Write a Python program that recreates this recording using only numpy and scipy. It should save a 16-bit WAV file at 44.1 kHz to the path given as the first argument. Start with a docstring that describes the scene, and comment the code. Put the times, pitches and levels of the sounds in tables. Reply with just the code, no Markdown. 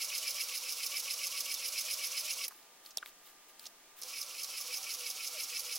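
"""A hand-cranked sock knitting machine runs close by, indoors, at about seven turns a second.
In each turn the cams strike 72 needles: the train of impacts buzzes, excites the resonances of one
metal part after another and ends in a double clack. Near 2.5 s the machine stops; loose parts click,
hands rub the yarn and needles settle. At 4 s it starts again, a little slower.
A small dry room and its steady air noise lie behind it all."""
import sys
import numpy as np
from scipy import signal
from scipy.fft import rfft, irfft, next_fast_len
from scipy.io import wavfile
from scipy.ndimage import uniform_filter1d

SR = 44100
rng = np.random.default_rng(int(sys.argv[2]) if len(sys.argv) > 2 else 0)


def inscribe(sig):
    """Save sig as 16-bit PCM at rate SR to the path in sys.argv[1].

    A 1-D sig is mono; a 2-D sig holds one channel per row.
    Samples are clipped to [-1, 1] before scaling.
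    """
    pcm = np.round(np.clip(np.atleast_2d(sig).T, -1, 1) * 32767)
    wavfile.write(sys.argv[1], SR, pcm.astype(np.int16))


N = 255151
TIME = np.arange(N) / SR
STOP_S, RESTART_S = 2.467, 4.018  # the cams stand still in between
# the clack that ends each turn; the spacing sets the speed: t/s, relative level/dB
CLACKS = [(0.0448, -25.5), (0.1785, -22), (0.3048, -22.5), (0.4353, -28), (0.5753, -26.5), (0.7213, -24.5),
          (0.8618, -20), (0.9951, -22.5), (1.1334, -24.5), (1.267, -22.5), (1.4038, -21.5), (1.5395, -24),
          (1.6813, -24.5), (1.8088, -26), (1.935, -22.5), (2.0675, -25.5), (2.2042, -29.5), (2.3299, -26),
          (4.2141, -24), (4.4333, -23), (4.6105, -26), (4.7697, -25), (4.9382, -24.5), (5.1002, -23),
          (5.2723, -24.5), (5.434, -24.5), (5.594, -22), (5.754, -22.5)]


def machine(usual_turns_per_s=7.32):
    """Source and resonator: needle impacts excite the metal parts, most of them harder with speed."""
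    # load on the needles, peaking before the clack: gain/dB, place/turns, spread/turns
    load = [(1.73, 0.827, 0.046), (-1.3, 0.18, 0.07)]
    angle, speed = cam_motion()
    pace = speed / usual_turns_per_s
    ticks = needle_ticks(angle)
    out = pace ** .9 * (slot_rasp(ticks) + cylinder_ring(ticks, angle))
    out += needle_ring(ticks, angle, pace)
    out *= amp(sum(db * near(angle, place, spread) for db, place, spread in load))
    out += shell_ring(ticks, angle) + clack(angle, pace) + gear_groans(angle, speed)
    return out * running()


def turn_ends():
    """Bounds of the rotation periods in s: clacks, stop, restart and one more at each end."""
    s = np.sort(np.r_[np.array(CLACKS)[:, 0], STOP_S, RESTART_S])
    return np.r_[2 * s[0] - s[1], s, 2 * s[-1] - s[-2]]


def cam_motion():
    """Rotation: the angle in turns, and the running speed in turns/s as the inverse of the period."""
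    s = turn_ends()
    moving = s[:-1] != STOP_S
    middle, period = (s[:-1] + s[1:]) / 2, np.diff(s)
    angle = np.interp(TIME, s, np.r_[0, np.cumsum(moving)])
    return angle, np.interp(TIME, middle[moving], 1 / period[moving])


def running(brake_s=.013, release_s=.012, attack_s=.014):
    """Envelope: exponential decay from just before the stop, a smooth swell at the restart."""
    release = np.exp(-np.maximum(TIME - STOP_S + brake_s, 0) / release_s)
    return release + .5 + .5 * np.tanh((TIME - RESTART_S - attack_s) / (2 * attack_s))


def needle_ticks(angle, needles=72, surge=.08, fastest_place=.56, jitter_s=.000035, uneven_db=1.1):
    """Rate-modulated impulse train: one tick a needle, as the speed surges and sags within a turn."""
    needle = needles * (angle + surge * np.sin(2 * np.pi * (angle - fastest_place)) / (2 * np.pi))
    at = np.flatnonzero(np.diff(np.floor(needle)) > 0)
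    late, size = rng.standard_normal((len(at), 2)).T
    at += np.round(late * jitter_s * SR).astype(int)
    ticks = np.zeros(N)
    ticks[np.clip(at, 0, N - 1)] = amp(uneven_db * size)
    return ticks


def contact_force(ticks, clean, slide, decay_s):
    """Impact and friction: clean ticks, a short scrape after each and a share of even sliding noise."""
    burst = unit_rms(decaying(ticks, decay_s))
    grit = np.sqrt((1 - slide) * burst ** 2 + slide) * rng.standard_normal(N)
    return np.sqrt(clean) * unit_rms(ticks) + np.sqrt(1 - clean) * grit


def passing(force, angle, mode):
    """Forced resonance: one mode, heard while the cams pass its place."""
    hz, width, db, place, spread = mode
    return amp(db) * near(angle, place, spread) * unit_rms(ring(force, hz, width))


def needle_ring(ticks, angle, pace, shank_db=-2, hook_db=-3, uneven_db=1):
    """Forced vibration of the needles; the amplitude follows a power law of speed."""
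    # f/Hz, bandwidth/Hz, relative level/dB, place/turns, spread/turns
    needle_modes = [(5800, 2900, -43, 0.39, 0.087), (10250, 3800, -47, 0.4, 0.068),
                    (12160, 430, -48.5, 0.43, 0.014), (2900, 960, -46, 0.446, 0.04),
                    (2580, 820, -47, 0.617, 0.038), (2304, 340, -50, 0.794, 0.097),
                    (9900, 730, -49.5, 0.75, 0.03), (4290, 1360, -44.5, 0.795, 0.064),
                    (2760, 750, -47, 0.863, 0.056), (5066, 320, -39.5, 0.823, 0.036),
                    (10640, 2700, -42.5, 0.886, 0.091), (6250, 2900, -45, 0.907, 0.096),
                    (13150, 1200, -46, 1, .06)]
    ends = turn_ends()
    turn_db = uneven_db * np.interp(TIME, ends, rng.standard_normal(len(ends)))
    shank = amp(shank_db + turn_db) * pace ** 1.46
    hook = amp(hook_db) * pace ** 1.52
    out = np.zeros(N)
    for mode in needle_modes:
        if mode[0] < 3500:  # shanks ring low, with harmonics that glide with the needle rate
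            gain, force = shank, contact_force(ticks, clean=.6, slide=.06, decay_s=.0004)
        else:  # hooks and latches ring high and gritty
            gain, force = hook, contact_force(ticks, clean=.087, slide=.31, decay_s=.00065)
        out += gain * passing(force, angle, mode)
    return out


def clack(angle, pace, gain_db=23.5, lag_s=.0032):
    """Impact excitation: a blow and its rebound each turn, further apart when the machine is slow."""
    # f/Hz, bandwidth/Hz, relative level/dB, place at usual speed/turns, decay/s
    clack_modes = [(5150, 830, -35.5, -.008, 0.0049), (6300, 990, -41, -.015, 0.0067),
                   (10500, 2400, -43, -0.0025, 0.0073), (13900, 9900, -39, -0.017, 0.0026),
                   (5200, 3300, -38.5, 0.029, 0.006), (12200, 6200, -41, .04, 0.004)]
    latch_snap = (14800, 5000, -38, -.008, .002)
    out = np.zeros(N)
    for hz, width, db, place, decay_s in [*clack_modes, latch_snap]:
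        turns = np.floor(np.interp(TIME - lag_s, TIME, angle - place / pace))
        contact = decaying(np.diff(turns, prepend=turns[0]), decay_s)
        noise = rng.standard_normal(N)
        out += amp(db) * ring(contact * noise, hz, width) / np.std(ring(noise[:SR], hz, width))
    return amp(gain_db + curve(CLACKS)) * out


def slot_rasp(ticks, level_db=-44):
    """Sliding friction: needles make broadband noise in their slots."""
    # f/Hz, relative spectral level/dB
    rasp_spectrum = [(300, -28), (700, -15.5), (1400, -8.5), (1750, -14.5), (2300, -0.5), (3000, 0),
                     (3500, 0.5), (4300, 3), (5600, 5.5), (7200, -5.5), (10400, 0), (12200, -6),
                     (14000, -4.5), (15600, -5)]
    force = contact_force(ticks, clean=.08, slide=.71, decay_s=.00093)
    return amp(level_db) * coloured(force, rasp_spectrum)


def cylinder_ring(ticks, angle, gain_db=.6):
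    """Lightly damped modes: the steel cylinder rings clearly under the knocking needles."""
    # f/Hz, bandwidth/Hz, relative level/dB, place/turns, spread/turns
    cylinder_modes = [(2287, 185, -58, 0.74, 0.32), (5080, 116, -51, 0.79, 0.22),
                      (5297, 160, -49.5, 0.93, 0.13), (5696, 78, -56, 0.76, 0.31),
                      (6257, 180, -52, 0.003, 0.13), (6666, 170, -60.5, .2, 0.98),
                      (7655, 330, -61, 0.63, 0.82), (2499, 56, -53, 0.62, 0.063),
                      (2623, 113, -54, 0.745, 0.12), (3028, 96, -55, 0.706, .1), (10370, 200, -57, 1, 0.27),
                      (11730, 75, -57.5, 0.82, 0.12), (12500, 120, -58.5, 0.36, 0.18)]
    force = contact_force(ticks, clean=.05, slide=.1, decay_s=.00022)
    return amp(gain_db) * sum(passing(force, angle, mode) for mode in cylinder_modes)


def shell_ring(ticks, angle, gain_db=-.63):
    """Structure-borne sound: needle contacts drive the low modes of the cam shell and base."""
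    # f/Hz, bandwidth/Hz, relative level/dB, place/turns, spread/turns
    shell_modes = [(505.7, 31, -65.5, 0.55, 0.15), (589, 116, -67.5, 0.41, 0.19),
                   (526, 118, -67.5, 0.022, 0.24), (785, 170, -71, 0.15, 0.2), (1143, 74, -62, .56, 0.11),
                   (1151, 80, -61, 0.028, 0.094), (1085, 440, -62, 0.3, 0.09), (1340, 125, -67, 0.55, 0.58)]
    out = np.zeros(N)
    for mode in shell_modes:
        force = contact_force(ticks, clean=.25, slide=.74, decay_s=.00051)
        out += passing(force, angle, mode)
    return amp(gain_db) * out


def gear_groans(angle, speed, turns_per_crank=2, range_turns_per_s=.46):
    """Speed-dependent vibration: each gear tone swells once a crank turn, near its own speed."""
    # f/Hz, level/dB, place/crank turns, spread/crank turns, cam speed/(turns/s)
    groans = [(498, -62, 0.25, 0.13, 6.05), (766, -64, 0.63, .1, 5.7), (648, -62, 0.2, .08, 7.95),
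              (626, -64, 0.656, .08, 7.93)]
    out = np.zeros(N)
    for hz, db, place, spread, best_speed in groans:
        speed_gain = np.exp(-.5 * ((speed - best_speed) / range_turns_per_s) ** 2)
        swell = near(angle / turns_per_crank, place, spread)
        out += amp(db) * speed_gain * swell * wavering(np.full(N, hz), waver=.0119)
    return out


def squeals_and_hum():
    """Frequency glides that swell and fade: squeals of sliding metal and a low hum at the restart."""
    # t/s, duration/s, first f/Hz, last f/Hz, level/dB
    glides = [(1.543, 0.047, 4070, 3200, -53), (4.015, .082, 477, 527, -68), (5.33, 0.063, 706, 542, -59.5)]
    out = np.zeros(N)
    for s, length, first, last, db in glides:
        count = int(length * SR)
        tone = wavering(np.geomspace(first, last, count), waver=.0068)
        add(out, s, amp(db) * unit_rms(tone * np.hanning(count)))
    return out


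def clicks(thud_db=-20.5, knee_db=-44, thud_growth=.5):
    """Impacts: the machine's last clack as it stops and its first clacks as it restarts, and loose parts
    clicking in between. A dying noise burst excites a ring, a crack and a thud of the base."""
    # t/s, level/dB, ring f/Hz, bandwidth/Hz, decay/s, relative crack level/dB, left minus right/dB
    impacts = [(2.481, -42, 11000, 4500, 0.0038, 3, -4.5), (2.509, -51, 1130, 700, 0.0038, -7, .5),
               (2.52, -55.5, 1150, 700, .0045, -4, .5), (2.861, -49, 4830, 1500, .0022, -4, 0),
               (2.907, -51, 5600, 3000, 0.0089, -15, -2), (2.972, -34, 5660, 1990, 0.0021, 0.5, -3.5),
               (2.973, -53, 640, 220, 0.0045, -20, 0), (2.981, -39.5, 3660, 700, 0.0025, -4, -2),
               (3.027, -39, 1340, 686, 0.0033, -33, 1), (3.06, -45, 2080, 2800, 0.00068, -8.5, 3),
               (3.595, -49.5, 4830, 1100, 0.0016, -0.5, .5), (3.655, -46, 4530, 3000, 0.0063, -7, -5),
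               (3.664, -44, 5100, 3500, 0.005, -7, -3), (3.668, -44.5, 5340, 2980, .003, -9, -3),
               (4.017, -47, 11100, 7000, .001, -4, -4), (4.022, -41.5, 5500, 2000, .0018, -7, -3),
               (4.034, -43, 5700, 3000, .0037, -1, -2.5)]
    out, t = np.zeros((2, N)), np.arange(SR // 20) / SR
    unit = lambda x: x / np.sqrt(np.sum(x ** 2) / (.004 * SR))  # the energy of 4 ms at rms 1
    for s, db, hz, width, decay, crack_db, lean_db in impacts:
        burst = rng.standard_normal(len(t)) * np.exp(-t / decay)
        crack = amp(crack_db) * unit(ring(burst, hz=7800, width=12000))
        thud = amp(thud_db + thud_growth * (db - knee_db)) * unit(ring(burst, hz=690, width=800))
        click = unit(ring(burst, hz, width)) + crack + thud
        add(out[0], s, amp(db + lean_db / 2) * click)
        add(out[1], s, amp(db - lean_db / 2) * click)
    return out


def yarn_rustle(gain_db=-3, holding_db=-62, grain_db=2, sheen_db=-4, skew=.73):
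    """Friction of hands on yarn during the stop: grainy noise, with a high sheen on each rub."""
    # t/s, duration/s, relative level/dB
    strokes = [(2.477, .2, -57), (2.822, .12, -54), (3.05, 0.067, -51), (3.22, .13, -55.5),
               (3.477, .045, -56.5), (3.586, 0.13, -53), (3.959, 0.08, -51)]
    # f/Hz, relative spectral level/dB
    yarn_spectrum = [(590, -44), (1000, -20), (1220, -2.5), (1400, -12), (2870, -7), (14200, -15),
                     (16000, -6.5)]
    grains = amp(grain_db * unit_rms(uniform_filter1d(rng.standard_normal(N), size=60)))
    yarn = coloured(grains * rng.standard_normal(N), yarn_spectrum)
    holding = amp(holding_db) * ((TIME > STOP_S) & (TIME < RESTART_S))
    rubs = sum(amp(db) * np.sin(np.pi * np.clip((TIME - s) / length, 0, 1) ** skew)
               for s, length, db in strokes)
    sheen = unit_rms(ring(grains * rng.standard_normal((2, N)), hz=14300, width=6000))
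    return amp(gain_db) * (np.maximum(holding, rubs) * yarn + amp(sheen_db) * rubs * sheen)


def settling_needles(count=12, softest_db=-56, range_db=4, low_hz=1700, high_hz=12000, decay_s=.0014):
    """Damped vibration: needles tick faintly during the stop, each at its own pitch."""
    out, t = np.zeros(N), np.arange(SR // 50) / SR
    for when, pitch, size in rng.random((count, 3)):
        hz = low_hz * (high_hz / low_hz) ** pitch
        tick = unit_rms(ring(rng.standard_normal(len(t)), hz, hz / 2)) * np.exp(-t / decay_s)
        add(out, STOP_S + when * (RESTART_S - STOP_S), amp(softest_db + range_db * size) * tick)
    return out


def stereo_width(x):
    """Decorrelation: a diffuse copy with random phases, heard in a few bands, mostly high treble."""
    # f/Hz, gain/dB
    side_gain = [(100, -53), (800, -51), (1300, -22), (2000, -46), (3100, -53), (4200, -22.5), (6000, -15),
                 (8000, -37), (10000, -9), (15500, -1)]
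    frames = signal.stft(x, nperseg=128)[2]
    frames = frames * np.exp(2j * np.pi * rng.random(frames.shape))
    diffuse = np.sqrt(2) * signal.istft(frames, nperseg=128)[1][:N]
    return shaped(diffuse, lambda hz: amp(read(side_gain, hz)))


def echoes(x, t60=.35, delay_s=.009):
    """Reverberation: a small room returns an exponentially dying cloud of reflections."""
    t = np.arange(SR // 2) / SR
    taps = rng.standard_normal(len(t)) * amp(-60 * t / t60) * (t >= delay_s)
    return signal.fftconvolve(x, taps / np.linalg.norm(taps))[:N]


def room_tone(air_db=-64, whine_hz=1200, whine_db=-74.5):
    """Ambient field: steady air noise, coherent in the bass and wide in the treble, and a thin whine."""
    # f/Hz, relative spectral level/dB
    air_spectrum = [(25, -1.5), (50, -23), (87, -19.5), (170, -8.5), (317, -1.5), (430, -2), (600, -1.5),
                    (900, 0.5), (1300, -6.5), (1600, -3), (2350, -5), (3160, -7.5), (7310, -11),
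                    (16000, -17)]
    # f/Hz, side level against the middle/dB
    air_width = [(30, -11), (150, -23), (400, -20), (800, -16), (1400, -4.5), (2200, -5.5), (6000, 5.5),
                 (13000, 6.5), (16000, 2)]
    middle, side = (coloured(noise, air_spectrum) for noise in rng.standard_normal((2, N)))
    side = shaped(side, lambda hz: amp(read(air_width, hz)))
    whine = amp(whine_db) * unit_rms(np.sin(2 * np.pi * whine_hz * TIME))
    return amp(air_db) * (middle + np.array([side, -side])) + whine


def amp(db):
    """Decibels to amplitude ratio."""
    return 10 ** (np.asarray(db) / 20)


def unit_rms(x):
    """Normalisation to rms 1."""
    return x / np.sqrt(np.mean(x ** 2) + 1e-20)


def curve(points):
    """Linear interpolation in time."""
    return np.interp(TIME, *np.transpose(points))


def read(points, hz):
    """Interpolation on a log-frequency axis."""
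    f, value = np.transpose(points)
    return np.interp(np.log(hz + 1), np.log(f + 1), value)


def shaped(x, gain):
    """Zero-phase filtering by a gain that is a function of frequency."""
    size = next_fast_len(x.shape[-1] + 2048)
    return irfft(rfft(x, size) * gain(np.fft.rfftfreq(size, 1 / SR)), size)[..., :x.shape[-1]]


def coloured(x, spectrum):
    """Spectral shaping, at rms 1."""
    return unit_rms(shaped(x, lambda hz: amp(read(spectrum, hz))))


def ring(x, hz, width):
    """Resonance with steep skirts: the same band-pass twice."""
    b, a = signal.iirpeak(min(hz, .45 * SR), hz / np.clip(width, 5, SR / 4), SR)
    return signal.lfilter(b, a, signal.lfilter(b, a, x))


def decaying(impulses, decay_s):
    """Exponential decay after each impulse."""
    return signal.lfilter([1], [1, -np.exp(-1 / (decay_s * SR))], impulses)


def near(angle, place, spread):
    """Amplitude modulation: a Gaussian swell as a turning part passes one place."""
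    return np.exp(-.5 * (((angle - place + .5) % 1 - .5) / spread) ** 2)


def wavering(hz, waver):
    """Random frequency modulation of a tone along a pitch curve."""
    drift = unit_rms(uniform_filter1d(rng.standard_normal(len(hz)), size=240))
    return unit_rms(np.sin(2 * np.pi * np.cumsum(hz * (1 + waver * drift)) / SR))


def add(mix, s, sound):
    """Superposition of a sound at time s."""
    part = mix[max(round(s * SR), 0):][:len(sound)]
    part += sound[:len(part)]


def scene(room_db=-20, handling_room_db=-6):
    """Superposition of direct and reflected sound; the machine's treble is wide, mostly to the right."""
    # f/Hz, left minus right/dB
    balance = [(450, 1.6), (1200, -0.5), (2500, 2), (3400, -1.5), (4500, -2.5), (7000, -4.5), (8000, 1),
               (9400, -0.5), (10600, -6.5), (11600, -2.5), (13400, -5), (14500, 1.5)]
    works = machine() + squeals_and_hum()
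    handling = clicks() + yarn_rustle() + settling_needles()
    works += amp(room_db) * echoes(works + amp(handling_room_db) * handling.mean(0))
    sides = np.array([[1], [-1]])
    stereo = works + sides * stereo_width(works + handling.mean(0))
    return shaped(stereo, lambda hz: amp(.5 * sides * read(balance, hz))) + handling + room_tone()


def record(dry):
    """Band limiting: a steep low-pass removes the highest treble."""
    low_pass = signal.firwin(401, cutoff=16080, window=("kaiser", 8), fs=SR)
    return signal.oaconvolve(dry, low_pass[None], "same")


dry = scene()
out = record(dry)
inscribe(out)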